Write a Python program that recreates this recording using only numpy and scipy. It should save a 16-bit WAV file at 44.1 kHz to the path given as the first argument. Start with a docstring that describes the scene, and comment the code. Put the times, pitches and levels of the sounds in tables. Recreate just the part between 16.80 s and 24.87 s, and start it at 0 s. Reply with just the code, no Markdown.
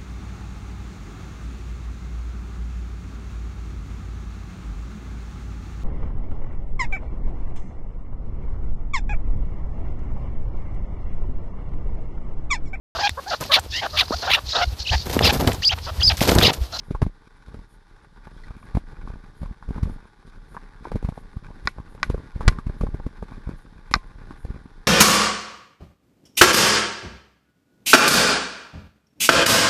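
"""Tyres rumble, hiss and scuff through mud and grit as a mountain bike runs fast down a wet forest trail.
Roots and stones thump the camera strapped to the rider, knock the frame and shake the chain; on the
hardest hits a plastic part clacks beside the microphone. Freehub and brake disc sound faintly.
Tyres, spray and chain are filtered noise and grit; struck parts ring in decaying modes; small stones
and the disc are short swelling sines; thumps are low-frequency pulses."""
import sys
import numpy as np
from scipy import signal
from scipy.fft import rfft, irfft, next_fast_len
from scipy.io import wavfile
from scipy.ndimage import uniform_filter1d, map_coordinates

SR = 44100
rng = np.random.default_rng(int(sys.argv[2]) if len(sys.argv) > 2 else 0)


def to_wav(s):
    """Save 16-bit WAV."""
    ch = np.atleast_2d(s).T  # columns
    pcm = np.round(np.clip(ch, -1, 1) * 32767)  # PCM
    wavfile.write(sys.argv[1], SR, pcm.astype(np.int16))


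N = 355887

# Wet spray spectrum. Each row: frequency in Hz, relative level in dB.
SPRAY_SPECTRUM = [(2400, -35.5), (3000, -5.5), (3600, 1.5), (4200, -2.5), (5200, -4), (6300, -11),
                  (8000, -15), (10500, -12.5), (11900, -18.5), (12600, -61), (14000, -102)]
# Chain clatter spectrum. Each row: frequency in Hz, relative level in dB.
CHAIN_SPECTRUM = [(900, -25), (2200, 10), (2900, -0.5), (3900, 1), (5500, -4.5), (8000, -10), (11600, -7.5),
                  (12600, -60), (14000, -85.5)]
# Frame and tyre casing modes. Each row: nominal frequency in Hz, relative level in dB, t60 in s.
FRAME_MODES = [(152.5, -2, 0.023), (236, -1, 0.02), (397, -3.5, 0.016), (625, -9, 0.01)]


def amp(db):
    """Decibels to gain."""
    return 10 ** (np.asarray(db) / 20)


def unit(x):
    """x at rms 1."""
    return x / np.sqrt(np.mean(x ** 2) + 1e-20)


def peak_unit(x):
    """x with its loudest 5 ms at rms 1."""
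    return x / np.sqrt(uniform_filter1d(x ** 2, size=220).max())


def wobble(knots_per_s):
    """Smooth random curve through normally distributed knots."""
    knots = rng.standard_normal(int(N * knots_per_s / SR) + 4)
    return map_coordinates(knots, [np.arange(N) * knots_per_s / SR])


def colour(x, points):
    """Causal minimum-phase filter whose gain follows (Hz, dB) points, via the folded cepstrum."""
    size = 2 * next_fast_len(len(x) // 2 + 2048)
    hz, db = np.transpose(points)
    bins_hz = np.fft.rfftfreq(size, 1 / SR)
    gain = amp(np.interp(np.log(bins_hz + 1), np.log(hz), db))
    cepstrum = irfft(np.log(gain))
    cepstrum[1:size // 2] *= 2
    cepstrum[size // 2 + 1:] = 0
    return irfft(rfft(x, size) * np.exp(rfft(cepstrum)))[:len(x)]


def add(track, s, sound):
    """Mix a sound into the track from s seconds on."""
    start = max(round(s * SR), 0)
    track[start:start + len(sound)] += sound[:len(track) - start]


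def grit(rate_per_s, spread_db):
    """Random tiny impacts of rms 1: many weak, a few strong."""
    count = int(rate_per_s * N / SR)
    size_db = spread_db * np.minimum(rng.exponential(size=count), 4)
    impacts = amp(size_db) * rng.choice([-1, 1], count)
    return unit(np.bincount(rng.integers(N, size=count), impacts, N))


def burst(spectrum, rise_s, t60_s, tail_db, tail_t60_s):
    """Contact noise that decays in two stages; loudest 5 ms at rms 1."""
    t = np.arange(SR // 6) / SR
    decay = amp(-60 * t / t60_s) + amp(tail_db - 60 * t / tail_t60_s)
    force = rng.standard_normal(len(t)) * (1 - np.exp(-t / rise_s)) * decay
    return peak_unit(colour(force, spectrum))


def ring(modes, seconds, attack_s=0.00044):
    """Decaying sines of (Hz, dB, t60) modes, alternating in sign, after one blow."""
    t = np.arange(int(seconds * SR)) / SR
    out = np.zeros(len(t))
    for k, (hz, db, t60_s) in enumerate(modes):
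        out += (-1) ** k * amp(db - 60 * t / t60_s) * np.sin(2 * np.pi * hz * t)
    return out * (1 - np.exp(-t / attack_s))


def chatter(sound, chatter_db, t60_s):
    """A sound, then uneven fading repeats as loose parts touch again and again."""
    touches_per_s = 900
    t = np.arange(SR // 16) / SR
    touches = (rng.random(len(t)) < touches_per_s / SR) & (t > .002)
    force = touches * rng.standard_normal(len(t)) * amp(chatter_db - 60 * t / t60_s)
    force[0] = 1
    return signal.fftconvolve(sound, force)


def knock(modes, detune, chatter_db, chatter_t60_s):
    """A compact blow on a body, its modes varied each time; loudest 5 ms at rms 1."""
    struck = [(hz * np.exp(rng.normal(0, detune)), db + rng.normal(0, 4.47), t60_s)
              for hz, db, t60_s in modes]
    return peak_unit(chatter(ring(struck, seconds=.05), chatter_db, chatter_t60_s))


def ping(hz, cycles):
    """A sine that swells to about 1 over the given cycles, then dies away."""
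    t = np.arange(SR // 25) / SR
    age = t * hz / cycles
    return age * np.exp(1 - age) * np.sin(2 * np.pi * hz * t)


def effort():
    """How hard the tyres work the ground, in dB about the average."""
    # Each row: time in seconds, effort in dB (only the difference from the mean counts).
    roll = [(0.0, -56), (0.15, -54.5), (0.48, -62), (0.75, -55.5), (0.9, -63), (1.2, -59.5), (1.32, -61.5),
            (1.38, -58.5), (2.31, -54.5), (2.49, -57.5), (2.85, -57.5), (3.0, -49), (3.1, -50.5),
            (3.16, -56.5), (3.33, -60.5), (3.63, -57), (3.96, -56.5), (4.08, -55.5), (4.29, -54.5),
            (4.38, -58), (4.98, -55), (5.1, -56), (5.28, -51), (5.52, -56), (5.67, -45.5), (5.79, -53),
            (6.72, -54.5), (6.78, -58.5), (7.71, -54.5), (7.92, -60), (8.06, -58)]
    s, roll_db = np.transpose(roll)
    roll_db = np.interp(np.arange(N) / SR, s, roll_db)
    return roll_db - roll_db.mean()


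def tyres(effort_db):
    """Knobs drum on the ground, crunch through clumps of grit and fling wet spray."""
    # Spectra of ground rumble and tread. Each row: frequency in Hz, relative level in dB.
    rumble_spectrum = [(12, -19), (26, 10.5), (45, -2), (70, -11), (120, -10.5), (220, -14.5), (350, -23),
                       (600, -29.5), (1200, -77.5), (8000, -115)]
    tread_spectrum = [(180, -48), (300, -4), (360, -4.5), (454, -0.5), (495, -14), (589, -13), (707, -11),
                      (825, -1), (1040, -6), (1190, -1.5), (1320, -14.5), (1430, -1), (1640, -5),
                      (3000, -23), (3900, -50.5), (6600, -120)]
    # levels at average effort, and dB gained per dB of effort
    rumble_db, rumble_growth = -41, 1.64
    tread_db, tread_growth = -56.5, 0.9
    spray_db, spray_growth = -68, 0.59
    clump_db = 5  # limit of the clumps' swing either way

    ground = wobble(25)  # uneven ground loads and unloads the tyres
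    lumps = .5 * rng.standard_normal(N) + grit(rate_per_s=90, spread_db=3.0)
    rumble_level_db = rumble_db + rumble_growth * effort_db + 2.37 * ground
    rumble = unit(colour(lumps, rumble_spectrum)) * amp(rumble_level_db)

    density_db = clump_db * np.tanh(wobble(45) + wobble(11))
    clumps = unit(grit(rate_per_s=800, spread_db=3.6) * amp(density_db))
    load_db = 1.0 * ground + .7 * wobble(60)
    mud = rng.standard_normal(N) + 1.3 * clumps
    tread = unit(colour(mud, tread_spectrum)) * amp(tread_db + tread_growth * effort_db + load_db)
    drops = rng.standard_normal(N) + .55 * clumps
    spray = unit(colour(drops, SPRAY_SPECTRUM)) * amp(spray_db + spray_growth * effort_db + load_db)
    return rumble + tread + spray


def scrapes():
    """Tyres scuff through loose grit: short flurries that crunch under the tread and spray off it."""
    # Each row: start in seconds, length in seconds, crunch level in dB, spray level in dB.
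    scuffs = [(0.436,0.055,-58,-68.5), (0.543,0.052,-61,-73), (0.617,0.027,-57,-70), (0.656,0.047,-58,-66),
              (1.05,0.065,-67,-74), (1.435,0.033,-55,-66.5), (1.526,0.17,-63,-67), (1.658,0.075,-54.5,-69),
              (1.726,0.088,-56,-80), (2.152,0.024,-53,-72), (2.204,0.04,-54,-81), (2.268,0.044,-54,-65),
              (2.308,0.049,-55,-70), (2.425,0.031,-52.5,-66), (3.203,0.092,-58.5,-75), (3.392,0.03,-66,-76),
              (3.454,0.061,-64,-66.5), (3.498,0.071,-58,-74), (4.026,0.087,-51,-63.5),
              (4.195,0.043,-62,-88), (4.629,0.052,-51.5,-67), (5.502,0.027,-55,-66), (5.612,0.029,-52,-60),
              (6.355,0.03,-58,-70), (6.476,0.096,-52,-64.5), (6.624,0.13,-53.5,-70), (6.946,0.072,-59,-75),
              (7.024,0.11,-58,-81), (7.297,0.033,-62.5,-80), (7.372,0.061,-57.5,-88), (7.472,0.099,-61,-68),
              (7.723,0.064,-53,-68.5)]
    # Each row: frequency in Hz, relative level in dB.
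    crunch_spectrum = [(400, -36), (850, -2), (1150, 4), (1320, -2), (1500, 5.5), (1900, -13), (2400, -3),
                       (3000, -29), (5000, -63)]
    out = np.zeros(N)
    grains = grit(rate_per_s=1100, spread_db=3.8)
    crunch = unit(colour(grains, crunch_spectrum))
    spray = unit(colour(grains, SPRAY_SPECTRUM))
    for s, length_s, crunch_db, spray_db in scuffs:
        span = slice(int(s * SR), int((s + length_s) * SR))
        flurry = amp(crunch_db) * crunch[span] + amp(spray_db) * spray[span]
        add(out, s, flurry * signal.windows.tukey(len(flurry), .5))
    return out


def gravel(effort_db, count):
    """Stones click under the tread, each at its own pitch; a few are flicked clear and chatter."""
    # Flicked stones. Each row: start in seconds, note level in dB, pitch in Hz, cycles to the peak.
    flicked = [(1.214, -52, 1240, 1), (1.371, -48, 1100, 0.65), (1.578, -44, 1530, 1.8),
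               (1.636, -42.5, 1930, 3.2), (1.828, -39.5, 1050, 0.89), (3.427, -44.5, 1000, .6),
               (3.973, -48, 1560, 1), (4.713, -41, 990, 0.69), (5.078, -44, 1195, .8),
               (5.178, -41, 1160, .8), (6.287, -47, 1040, .7), (6.862, -43, 1160, 0.71),
               (7.605, -49, 1540, 1)]
    smallest_db = -60.5  # smallest stones at average effort
    overtone_ratio, overtone_db = 2.2, -12.5
    out = np.zeros(N)
    for when, pitch, size in rng.random((count, 3)):
        db = smallest_db + effort_db[int(when * N)] + 11 * size ** 2
        add(out, when * N / SR, amp(db) * ping(850 * 2 ** (1.3 * pitch), cycles=1.0))
    for s, db, hz, cycles in flicked:
        note = ping(hz, cycles) + amp(overtone_db) * ping(hz * overtone_ratio, 2 * cycles)
        add(out, s, amp(db) * chatter(note, chatter_db=-5, t60_s=.035))
    return out


def thump(length_s, edge_s):
    """Camera pushed one way, snapping back as the wheel drops off the bump, and rebounding; peak 1."""
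    sway_hz = 23.6  # rebound on the strap
    t = np.arange(-SR // 10, SR // 10) / SR
    fade = np.exp(-np.abs(t) / max(length_s, .001))
    push = -np.tanh(t / edge_s) * fade * np.cos(2 * np.pi * sway_hz * t)
    return push / np.abs(push).max()


def bumps():
    """Each root or stone thumps the camera, knocks the frame, rings the stem and shakes the chain."""
    # Each row: time in seconds, thump level in dB, thump length in seconds, frame knock level in dB,
    # stem ring level in dB, chain clatter level in dB.
    hits = [(0.108, -17, 0.0015, -24.5, -45, -52.5), (0.148, -20, 0.025, -31, -30, -53),
            (0.218, -19, 0.0064, -26, -27, -44), (0.226, -7.5, 0.0035, -27.5, -31.5, -48),
            (0.264, -18.5, 0.014, -23.5, -49, -54), (0.471, -46, 0.0023, -48, -61, -70),
            (0.683, -33.5, 0.011, -52, -61, -67), (0.743, -34, 0.0087, -36, -46, -58.5),
            (0.79, -34, 0.0039, -49, -53, -59), (1.47, -38, 0.0026, -40, -43, -58),
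            (1.706, -29.5, 0.009, -47, -45, -62), (1.766, -36, 0.0035, -43, -61, -62),
            (1.95, -13, 0.0037, -26, -34, -46), (1.97, -12.5, 0.0037, -20, -33.5, -48.5),
            (2.274, -44, 0.013, -38.5, -37.5, -65), (2.301, -27.5, 0.022, -37, -47.5, -65),
            (2.336, -29, 0.004, -43, -60, -70), (2.356, -39, 0.0061, -42, -52, -74),
            (2.616, -25, 0.011, -36, -65, -60), (2.631, -24.5, 0.0077, -30.5, -43, -56.5),
            (2.658, -28, 0.022, -49, -41, -59), (2.71, -26.5, 0.011, -38, -62, -68),
            (2.825, -56, 0.0055, -61, -38, -78), (2.888, -22.5, 0.011, -37, -50, -57),
            (2.906, -21.5, 0.0055, -28.5, -43, -59), (2.96, -30, 0.0022, -32, -42, -59),
            (2.98, -24, 0.0022, -36.5, -35.5, -58), (3.031, -10.5, 0.0046, -46, -41.5, -47.5),
            (3.055, -21, 0.0066, -41, -42, -67), (3.069, -24.5, 0.012, -36, -60, -64),
            (3.096, -30, 0.0094, -33.5, -47, -62), (3.118, -29, 0.0065, -51, -61, -69),
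            (3.253, -43.5, 0.0036, -48, -50, -70), (3.475, -43, 0.004, -48, -54, -73),
            (3.746, -49, 0.011, -43, -39, -60), (3.766, -52, 0.005, -39, -30, -61),
            (4.052, -52, 0.0025, -37, -30, -68), (4.07, -43, 0.01, -33, -47, -71),
            (4.117, -27.5, 0.0016, -25.5, -31, -49), (4.146, -20, 0.025, -36, -56, -70),
            (4.156, -14.5, 0.0026, -21, -39.5, -50.5), (4.226, -40, 0.0025, -32, -42, -56),
            (4.247, -15, 0.01, -28.5, -38.5, -51.5), (4.288, -16.5, 0.0021, -22, -40, -51.5),
            (4.322, -30, 0.0025, -39, -44, -65), (4.376, -36, 0.0069, -31, -44, -58),
            (4.568, -21, 0.0035, -48, -46.5, -63), (4.686, -37, 0.0021, -46, -49, -79),
            (4.704, -36, 0.0033, -40, -52, -78), (4.855, -24.5, 0.01, -39, -49, -51),
            (4.983, -31, 0.0071, -38, -39, -63), (5, -26.5, 0.0026, -52, -44, -64),
            (5.149, -35, 0.004, -40, -48, -60), (5.299, -14, 0.0077, -23.5, -31, -45.5),
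            (5.344, -18.5, 0.021, -21, -43, -55), (5.378, -27, 0.01, -39, -43, -61),
            (5.456, -56, 0.0025, -61, -55, -81), (5.56, -20, 0.0085, -40, -58, -60),
            (5.607, -22.5, 0.011, -28.5, -30, -52), (5.691, -12.5, 0.015, -53, -45, -44),
            (5.724, -24, 0.0085, -44, -40, -56.5), (5.786, -24, 0.0023, -29, -30, -51.5),
            (5.867, -18, 0.0056, -34, -51, -54), (5.896, -21.5, 0.019, -30.5, -43, -61),
            (6.01, -20.5, 0.0084, -23, -33.5, -48), (6.035, -16, 0.017, -18.5, -46, -55),
            (6.067, -31, 0.01, -28.5, -36.5, -58.5), (6.087, -23.5, 0.0093, -40, -63, -71),
            (6.143, -20, 0.014, -30.5, -46, -55), (6.198, -30.5, 0.01, -37.5, -40.5, -73),
            (6.264, -21, 0.011, -26.5, -42.5, -54.5), (6.425, -25.5, 0.014, -29.5, -36.5, -57),
            (6.519, -33.5, 0.0033, -41, -42.5, -68), (6.672, -21.5, 0.0086, -38, -45.5, -66),
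            (6.69, -28, 0.0056, -26, -43, -58), (6.713, -31, 0.0044, -40, -56, -68),
            (7.112, -28.5, 0.011, -33.5, -39, -42.5), (7.161, -20.5, 0.019, -28.5, -38, -56),
            (7.258, -54, 0.0075, -56, -72, -76), (7.357, -36, 0.01, -51.5, -68.5, -83.5),
            (7.507, -45, 0.0025, -34.5, -37.5, -61.5), (7.649, -21.5, 0.0087, -39, -44.5, -57),
            (7.703, -22, 0.011, -38.5, -68, -72), (7.743, -32.5, 0.0036, -39, -54, -66.5),
            (7.76, -33, 0.012, -39.5, -52, -69), (7.856, -38, 0.0033, -39, -50, -70.5)]
    # Stem and handlebar. Each row: nominal frequency in Hz, relative level in dB, t60 in s.
    stem_modes = [(854, -1.5, 0.014), (1135, -0.5, 0.012), (1580, -10, 0.011)]
    out = np.zeros(N)
    for s, thump_db, length_s, frame_db, stem_db, chain_db in hits:
        push = thump(length_s, edge_s=0.0014)
        frame = knock(FRAME_MODES, detune=0.095, chatter_db=-12, chatter_t60_s=0.04)
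        stem = knock(stem_modes, detune=0.028, chatter_db=-5, chatter_t60_s=0.043)
        chain = burst(CHAIN_SPECTRUM, rise_s=0.01, t60_s=0.011, tail_db=-18.5, tail_t60_s=0.081)
        add(out, s + 0.002 - len(push) / SR / 2, amp(thump_db) * push)  # snap-back at s + 2 ms
        add(out, s + 0.00039, -amp(frame_db) * frame)
        add(out, s + 0.00046, amp(stem_db) * stem)
        add(out, s - .001, amp(chain_db) * chain)
    return out


def heave():
    """The camera heaved once by a blow, with a rebound on either side; centred in half a second."""
    t = np.arange(SR // 2) / SR
    u = np.hypot(t - t.mean() - .0025, .0008) / 0.0035
    return (1 - u) * np.exp(-u)


def clacks():
    """Hard plastic cracks, chatters and bounces; cables and chain shake, nearby metal rings on."""
    # Each row: time in seconds, ring level in dB, lowest modes over the middle ones in dB, treble modes
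    # over the middle ones in dB, pitch ratio, crack level in dB, frame knock level in dB, thump gain in dB,
    # bounce delay in seconds, bounce level against the first contact in dB, metal ring level in dB.
    contacts = [(0.218, -21.5, -12, -18, 0.85, -40, -21, -13, .008, -22, -63),
                (3.03, -36, 3, 2, 1.14, -56, -53, -40, .01, -22, -65),
                (4.8731, -2.5, -2, -2, 0.99, -40, -35.5, -23, .0122, -39, -62),
                (5.2299, -1.8, -1.5, -5.5, 1.007, -26, -50, -45, .0135, -28, -55),
                (5.6794, 0.5, 2, -3, 1.0, -8.5, -18, 6, .003, -8.5, -42),
                (7.139, 1, 4, 2.5, 1.033, -26.5, -33, -19.5, .0143, -18.5, -45.5)]
    # Plastic mount; a close pair near 1.5 kHz beats.
    # Each row: frequency at pitch ratio 1 in Hz, relative level in dB, t60 in s.
    plastic_modes = [(800, -17, .012), (1156, -2, .014), (1499, 1, .021), (1487, 6, .011), (1962, -1, .01),
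                     (2020, -21, .04), (2240, -23, .04), (2400, -8, .01), (3591, -14, .013),
                     (3976, -16, .018), (4296, -11, .014), (4975, -7, .009), (5429, -7, .006),
                     (6746, -14, .005), (10900, -25, .005)]
    # Metal part ringing along. Each row: frequency in Hz, relative level in dB, t60 in s.
    metal_modes = [(1048, 2, .45), (1510, -17, .3), (1598, -12, .2), (1960, -8, .28), (2240, -14, .16)]
    # Spectra of the crack and the cables' rattle. Each row: frequency in Hz, relative level in dB.
    crack_spectrum = [(300, 13), (1500, 3), (2700, 6.5), (4500, 5.5), (6500, -2.5), (8500, -18.5),
                      (11500, -14.5), (12400, -51.5), (16000, -84)]
    rattle_spectrum = [(350, -6), (650, -5.5), (900, -6.5), (1200, -2.5), (1330, -4.5), (1550, -13),
                       (1850, -10), (2400, -6.5), (2900, -31.5), (6000, -56.5), (13000, -96.5)]
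    low_below_hz, treble_above_hz = 1300, 3000  # limits at pitch ratio 1
    cables_db, chain_db = -30.5, -45  # against the ring level
    out = np.zeros(N)
    for (s, ring_db, low_db, treble_db, pitch, crack_db, frame_db, thump_db,
         bounce_s, bounce_db, metal_db) in contacts:
        modes = []
        for hz, db, t60_s in plastic_modes:
            tilt_db = low_db * (hz < low_below_hz) + treble_db * (hz > treble_above_hz)
            modes.append((hz * pitch, ring_db + db + tilt_db, t60_s))
        plastic = ring(modes, seconds=.1, attack_s=.001)
        frame = knock(FRAME_MODES, detune=0.068, chatter_db=-8, chatter_t60_s=.04)
        crack = burst(crack_spectrum, rise_s=.0006, t60_s=.018, tail_db=-30, tail_t60_s=.06)
        cables = burst(rattle_spectrum, rise_s=0.0018, t60_s=0.04, tail_db=-16.0, tail_t60_s=0.03)
        chain = burst(CHAIN_SPECTRUM, rise_s=0.0021, t60_s=0.16, tail_db=-28, tail_t60_s=0.12)
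        push = heave()
        add(out, s, chatter(plastic, chatter_db=-25, t60_s=.04))
        add(out, s + bounce_s, amp(bounce_db) * chatter(plastic, chatter_db=-8, t60_s=.03))
        add(out, s, amp(frame_db) * frame)
        add(out, s, amp(metal_db) * ring(metal_modes, seconds=.5))
        add(out, s, amp(crack_db) * crack)
        add(out, s, amp(ring_db + cables_db) * cables)
        add(out, s, amp(ring_db + chain_db) * chain)
        add(out, s - (len(push) - 1) / 2 / SR, amp(thump_db) * push)
    return out


def freehub():
    """Steel pawls skip over ratchet teeth in spells that swell and fade; every click rings the same modes."""
    # Start of each spell in seconds.
    spell_starts = [0.01, 0.865, 1.76, 2.535, 3.05, 3.661, 4.32, 5.063, 5.951, 6.742, 7.549]
    # Each row: frequency in Hz, relative level in dB, t60 in s.
    pawl_modes = [(6900, -5, 0.006), (8500, -8, 0.0084), (9450, -1, 0.011), (10640, 1, 0.005),
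                  (10760, -8, 0.0072), (11530, -4, 0.009)]
    spell_s, click_db = .125, -63
    mean_teeth_per_s = 380
    out, t = np.zeros(N), np.arange(SR // 30) / SR
    click = sum(amp(db - 60 * t / t60_s) * np.sin(2 * np.pi * hz * t) for hz, db, t60_s in pawl_modes)
    click *= (1 - np.exp(-t / 0.00016)) ** 2
    click /= np.abs(click).max()
    for start in spell_starts:
        teeth_per_s = mean_teeth_per_s * (1 + rng.normal(0, .08))
        teeth = np.arange(start, start + spell_s, 1 / teeth_per_s)
        for s, fade in zip(teeth, signal.windows.tukey(len(teeth), .7)):
            slip_s, force_db = rng.normal(0, [.00002, 2.5])
            add(out, s + slip_s, amp(click_db + force_db) * fade * click)
    return out


def brake_disc():
    """A soft, high tink each time the disc brushes its pad."""
    # Time of each touch in seconds.
    tinks = [0.565, 1.229, 1.531, 1.872, 2.933, 3.267, 3.469, 4.069, 4.537, 4.833, 5.372, 7.268, 7.836]
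    disc_hz, disc_db = 9420, -68.5
    out = np.zeros(N)
    for s in tinks:
        add(out, s, amp(disc_db) * ping(disc_hz, cycles=42))
    return out


def scene():
    """All sources close to one microphone; the open forest gives no echo."""
    effort_db = effort()
    rolling = tyres(effort_db) + scrapes() + gravel(effort_db, count=260)
    return (rolling + bumps() + clacks() + freehub() + brake_disc())[None]


def record(dry):
    """Deep bass is removed, peaks clip at full scale; dull above 12 kHz and silent above 16.4 kHz."""
    bass_cut_hz, dull_above_hz, silent_above_hz = 18, 12000, 16400
    x = signal.sosfiltfilt(signal.butter(2, bass_cut_hz, "highpass", fs=SR, output="sos"), dry)
    x = np.clip(x, -1, 1)
    x = signal.sosfilt(signal.ellip(8, .3, 26, dull_above_hz, fs=SR, output="sos"), x)
    size = next_fast_len(N + SR // 2)
    audible = np.fft.rfftfreq(size, 1 / SR) < silent_above_hz
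    return irfft(rfft(x, size) * audible, size)[:, :N]


dry = scene()
out = record(dry)
to_wav(out)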